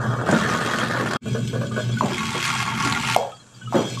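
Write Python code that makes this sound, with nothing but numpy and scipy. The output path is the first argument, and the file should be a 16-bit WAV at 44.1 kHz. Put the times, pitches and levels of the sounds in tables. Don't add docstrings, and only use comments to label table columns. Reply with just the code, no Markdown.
import sys
import numpy as np
from scipy import signal
from scipy.fft import rfft, irfft, next_fast_len
from scipy.io import wavfile
from scipy.ndimage import map_coordinates

SR = 44100
rng = np.random.default_rng(int(sys.argv[2]) if len(sys.argv) > 2 else 0)


def inscribe(sig):
    pcm = np.round(np.clip(np.atleast_2d(sig).T, -1, 1) * 32767)
    wavfile.write(sys.argv[1], SR, pcm.astype(np.int16))


N = 176400
T = np.arange(N) / SR
BITE_S = 0.267

# t/s, level/dB
FIRST_PASS_DB = [(0, -23), (.27, -23.5), (.3, -21.5), (.65, -21), (1.17, -23), (1.2, -62)]
SECOND_PASS_DB = [(1.9, -60), (2.06, -41), (2.17, -33), (2.3, -31.8), (2.42, -29.3), (2.9, -28.5),
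                  (3.1, -26.3), (3.15, -27.5), (3.18, -45), (3.3, -64), (3.4, -77.5)]


def from_db(db):
    return 10 ** (np.asarray(db) / 20)


def rms_one(x):
    return x / np.sqrt(np.mean(x ** 2) + 1e-20)


def level(rows):
    return from_db(np.interp(T, *np.transpose(rows)))


def noise():
    return rng.standard_normal(N)


def drift(rate_hz):
    knots = rng.standard_normal(int(N / SR * rate_hz * 2) + 2)
    return rms_one(np.interp(T * rate_hz * 2, np.arange(len(knots)), knots))


def colour(x, spectrum, peaks=()):
    size = next_fast_len(N + SR // 2, real=True)
    size += size % 2
    hz = np.arange(size // 2 + 1) * SR / size
    knot_hz, knot_db = np.transpose(spectrum)
    db = np.interp(np.log(hz + 1), np.log(knot_hz), knot_db)
    for centre, width, lift in peaks:
        db = db + 10 * np.log10(1 + (from_db(lift) ** 2 - 1) / (1 + (2 * (hz - centre) / width) ** 2))
    cepstrum = irfft(np.log(rms_one(from_db(db))))
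    cepstrum[1:size // 2] *= 2
    cepstrum[size // 2 + 1:] = 0
    return irfft(rfft(x, size) * np.exp(rfft(cepstrum)))[:N]


def tails(hits, decay_s):
    return signal.lfilter([1], [1, -np.exp(-1 / (decay_s * SR))], hits)


def strike(t, decay_s, rise_s):
    envelope = np.zeros(N)
    span = slice(int(t * SR) + 1, int((t + 10 * decay_s) * SR))
    age = T[span] - t
    envelope[span] = (1 - np.exp(-age / rise_s)) * np.exp(-age / decay_s)
    return envelope


def ring(t, hz, decay_s, rise_s, sharp=0, settle_s=0.0224):
    out = strike(t, decay_s, rise_s)
    sounding = out > 0
    age = T[sounding] - t
    out[sounding] *= np.sin(2 * np.pi * hz * (age + sharp * settle_s * (1 - np.exp(-age / settle_s))))
    return out


def teeth(load, mesh_hz=82.5, sag_hz=2.3, jitter_s=0.00026, scatter_db=2.5, alternate_db=2.7):
    tooth_count = np.cumsum(mesh_hz - sag_hz * load) / SR
    onsets = np.flatnonzero(np.diff(np.floor(tooth_count)))
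    timing, force = rng.standard_normal((N // 100, 2))[:len(onsets)].T
    onsets = np.clip(onsets + (timing * jitter_s * SR).astype(int), 0, N - 1)
    hits = np.zeros(N)
    hits[onsets] = from_db(scatter_db * force + alternate_db * (-1) ** np.arange(len(onsets)))
    sliding = 0.52
    return rms_one(sliding + tails(hits, decay_s=0.0055))


def scuffs(mesh, split_hz=1910, grit_db=2.0, flutter_db=1.8, low_grit_db=2.5):
    sharp = rms_one(mesh * noise() * from_db(grit_db * drift(700) + flutter_db * drift(6.7)))
    smeared = rms_one((mesh + 1) * noise() * from_db(low_grit_db * drift(60)))
    highpass = signal.butter(2, split_hz, "high", fs=SR, output="sos")
    lowpass = signal.butter(2, split_hz, "low", fs=SR, output="sos")
    return signal.sosfilt(highpass, sharp) + signal.sosfilt(lowpass, smeared)


def jangle(x, low_hz=1450, high_hz=8500, count=22, decay_s=0.02, ring_db=-7):
    hz = np.geomspace(low_hz, high_hz, count)
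    hz[:-1] += rng.random(count - 1) * np.diff(hz)
    age = T[:SR // 10, None]
    modes = (np.sin(2 * np.pi * hz * age) * np.exp(-age / decay_s) * np.sqrt(hz)).sum(axis=1)
    return 0.5 * x + from_db(ring_db) * signal.fftconvolve(x, modes / np.linalg.norm(modes))[:N]


def rattle(x, depth_db=2.1, rate_hz=20, bands=30, size=1024):
    hz, t, frames = signal.stft(x, SR, nperseg=size)
    knots = rng.standard_normal((bands, int(N / SR * rate_hz * 2) + 3))
    band = np.interp(np.log(hz + 1), np.log(np.geomspace(250, 13000, bands)), np.arange(bands))
    grid = np.meshgrid(band, t * rate_hz * 2, indexing="ij")
    wander = rms_one(map_coordinates(knots, grid, order=1, mode="nearest"))
    return signal.istft(frames * rms_one(from_db(depth_db * wander)), SR, nperseg=size)[1][:N]


def bite(x, dull_hz=1640, rise_s=0.056, treble_db=-57):
    dull = signal.sosfilt(signal.butter(6, dull_hz, fs=SR, output="sos"), x)
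    opening = from_db(treble_db * np.clip((BITE_S - T) / rise_s, 0, 1))
    return opening * x + np.sqrt(1 - opening ** 2) * dull


def gears(full_load_db=-27):
    # t/s, level/dB
    free_run_db = [(0, -37.5), (1.27, -43), (1.7, -46), (1.8, -42.5), (3.15, -47), (3.28, -52.5),
                   (3.45, -65.5), (3.69, -53.5), (3.76, -37), (4, -41.5)]
    # f/Hz, level/dB
    first_spectrum = [(50, -28), (150, -14), (280, -1), (600, 0), (900, -4.5), (1400, -4), (1850, -1),
                      (2100, -11.5), (3200, -13), (7500, -21.5), (10000, -29), (13000, -36.5)]
    second_spectrum = [(60, -50), (600, -9), (800, 2), (2500, 3), (3500, -3), (5200, -7.5), (7200, -8.5),
                       (10000, -18), (13000, -26.5)]
    free_spectrum = [(70, -8), (500, 0.5), (850, -19), (1900, -15.5), (2300, -0.5), (3500, -1),
                     (5300, -5.5), (7200, -2), (10000, -16), (13000, -14.5)]
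    # f/Hz, width/Hz, first-pass lift/dB, second-pass lift/dB, free-run lift/dB
    frame_modes = [(898, 20, 5, 12.5, 23), (1110.3, 16.3, 11.5, 15.5, 14), (1230, 26, 12.5, 5, -33),
                   (1396, 30, 8.5, 12.5, -40), (1492, 26, 7.5, -21, 18), (1642, 33, 4.5, 5.5, 15),
                   (1770, 26, 4.5, -7, -33), (2140, 22, 10.5, 10, 14), (3270, 18.5, 10.5, 9.5, 12)]
    hz, width, first_lift, second_lift, free_lift = np.transpose(frame_modes)
    first, second = level(FIRST_PASS_DB), level(SECOND_PASS_DB)
    load = np.clip((first + second) / from_db(full_load_db), 0, 1)
    friction = scuffs(teeth(load))
    first_grind = colour(friction * first, first_spectrum, zip(hz, width, first_lift))
    second_grind = colour(friction * second, second_spectrum, zip(hz, width, second_lift))
    free_run = colour(friction * level(free_run_db), free_spectrum, zip(hz, width, free_lift))
    return rattle(bite(first_grind) + second_grind + jangle(free_run))


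def motor(waver_db=3.0, wander_rad=0.12):
    hum_lines = [(120, -5), (178.5, -20), (219, -20)]  # f/Hz, level/dB
    hum_db = [(0, -19), (.3, -23.5), (.8, -40), (1.0, -23), (1.15, -39), (1.35, -27), (1.97, -26.5),
              (2.2, -43.5), (2.45, -46), (2.75, -28.5), (3.0, -40.5), (3.14, -27.5), (3.22, -49.5),
              (3.4, -56), (3.58, -48.5), (3.64, -33.5), (3.85, -34.5), (3.98, -26)]
    hum = 0
    for hz, db in hum_lines:
        gain = from_db(db + waver_db * drift(15))
        hum = hum + gain * np.sin(2 * np.pi * hz * T + wander_rad * drift(11))
    return np.sqrt(2) * hum * level(hum_db)


def rumble():
    rumble_db = [(0, -28), (.4, -22), (.7, -30), (1.1, -26), (1.4, -31.5), (2.05, -34.5), (2.25, -32),
                 (2.45, -40), (2.65, -35.5), (2.85, -31), (3.13, -38), (3.35, -64), (3.58, -61.5),
                 (3.68, -45), (3.8, -41), (4, -43.5)]
    spectrum = [(25, -25), (48, -31), (65, -15.5), (130, 0), (165, -6), (240, 0.5), (300, -14), (390, -11),
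                (600, -33), (1500, -55.5)]
    frame_modes = [(139, 23, 5.5), (169.2, 4.3, 8.5), (220.7, 8.9, 5.5)]  # f/Hz, width/Hz, lift/dB
    return level(rumble_db) * colour(noise(), spectrum, frame_modes)


def workshop(floor_db=-56.5):
    spectrum = [(30, -9), (120, 7), (600, -7.5), (1400, -6.5), (2500, -36), (5000, -16), (7500, -6),
                (13000, -39)]
    return from_db(floor_db) * colour(noise(), spectrum)


def knocks(decay_s=0.032, rise_s=0.0015, clatter_db=-2):
    blows = [(.2, -29, 1505), (0.287, -19, 1550), (0.324, -19, 1424), (1.255, -30.5, 443),
             (1.346, -26.5, 454), (1.53, -29, 457), (1.551, -32.5, 509), (1.612, -27.5, 568),
             (1.712, -35.5, 1210), (1.762, -28, 1497), (1.775, -30.5, 615), (1.89, -39, 374)]
    spectrum = [(200, -20), (440, 8.5), (650, 7.5), (850, -14), (1150, 1), (1380, -9.5), (1490, 11),
                (1560, -6), (1650, 4), (1900, -25), (2500, -15.5), (12000, -37)]
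    bursts = sum(from_db(db) * strike(t, decay_s, rise_s) for t, db, _ in blows)
    rings = sum(from_db(db) * ring(t, hz, decay_s, rise_s) for t, db, hz in blows)
    return rings + from_db(clatter_db) * colour(noise() * bursts, spectrum)


def crackle(snaps_per_s=49, snap_db=-6.5, scatter_db=1.5, decay_s=0.0016):
    loud_snaps = [(2.457, -25), (2.632, -27), (3.146, -15)]  # t/s, level/dB
    spectrum = [(900, -14), (2400, 8.5), (4500, -9.5), (7500, -11), (13000, -17.5)]  # f/Hz, level/dB
    squeeze = level(FIRST_PASS_DB) * (T > BITE_S) + level(SECOND_PASS_DB)
    onsets = rng.random(N) < snaps_per_s / SR
    hits = onsets * squeeze * from_db(snap_db + scatter_db * np.clip(noise(), -2, 2))
    for t, db in loud_snaps:
        hits[int(t * SR)] += from_db(db)
    return colour(noise() * tails(hits + 1e-18, decay_s), spectrum)


def slaps():
    landings = [(0.278, -17, 0.025, 466, -31), (0.29, -22, 0.015, 182, -10), (0.325, -14, .045, 215.1, -7),
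                (1.009, -20, 0.055, 299, -23), (2.016, -31, 0.054, 580, -23),
                (2.036, -34, 0.044, 190.5, -23), (2.108, -26.5, 0.0079, 352, -25),
                (2.345, -29, 0.032, 348, -29), (2.849, -33, 0.025, 270.4, -22.5),
                (3.741, -20, 0.068, 524, -16.5), (3.752, -30.5, 0.047, 211, -20)]
    spectrum = [(50, -39), (160, 2.5), (370, 3), (560, -2), (800, -10), (1400, -13.5), (1800, -21.5),
                (12000, -71)]
    contacts = hollow = 0
    for t, db, decay_s, hz, hollow_db in landings:
        contacts += from_db(db) * strike(t, decay_s, rise_s=0.00077)
        hollow += from_db(hollow_db) * ring(t, hz, decay_s=0.035, rise_s=0.0087, sharp=0.127)
    return hollow + colour(noise() * contacts, spectrum)


def pops(rise_s=0.00054, crack_s=0.00098, room_rise_s=0.0026, linger_s=0.1):
    pockets = [(.289, 780, 0.5, 0.0095, -24, -28.5), (2.009, 1034, -7, 0.025, -42, -32),
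               (3.163, 731, -1, 0.021, -12.5, -24.5), (3.725, 950, -12.5, 0.011, -39.5, -31),
               (3.973, 1110, -29, 0.078, -54, -63)]
    out, air = 0, noise()
    for t, hz, db, t60_s, crack_db, room_db in pockets:
        crack = from_db(crack_db) * air * strike(t, crack_s, rise_s)
        cavity = from_db(db) * ring(t, hz, t60_s / np.log(1000), rise_s)
        band = signal.butter(3, [0.67 * hz, 1.156 * hz], "band", fs=SR, output="sos")
        age = T - t
        linger = np.clip(age / room_rise_s, 0, 1) * np.exp(-np.minimum((age / linger_s) ** 2, 20))
        room = from_db(room_db) * rms_one(signal.sosfilt(band, air)) * linger
        out += crack + cavity + room
    return out


def clinks(decay_s=0.015, rise_s=0.0025):
    touches = [(1.921, 3400, -33), (1.97, 1483, -24), (3.322, 1270, -36), (3.325, 3250, -52),
               (3.347, 4600, -48), (3.398, 3295, -47.5), (3.397, 4130, -48), (3.544, 4700, -48),
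               (3.614, 1506, -36), (3.618, 2960, -45.5), (3.659, 2920, -38), (3.673, 1277, -31.5)]
    return sum(from_db(db) * ring(t, hz, decay_s, rise_s) for t, hz, db in touches)


def scene():
    return (workshop() + knocks() + pops() + clinks() + slaps() + crackle() + gears()
            + motor() + rumble())[None]


def record(dry, ceiling=0.9, cutoff_hz=13300):
    break_db = [(1.168, -2.5), (1.173, -39), (1.203, -51), (1.224, -11), (1.28, 4)]
    rounded = ceiling * np.tanh(dry / ceiling)
    lowpass = signal.ellip(12, 0.1, 80, cutoff_hz, fs=SR, output="sos")
    return signal.sosfilt(lowpass, rounded * level(break_db))


dry = scene()
out = record(dry)
inscribe(out)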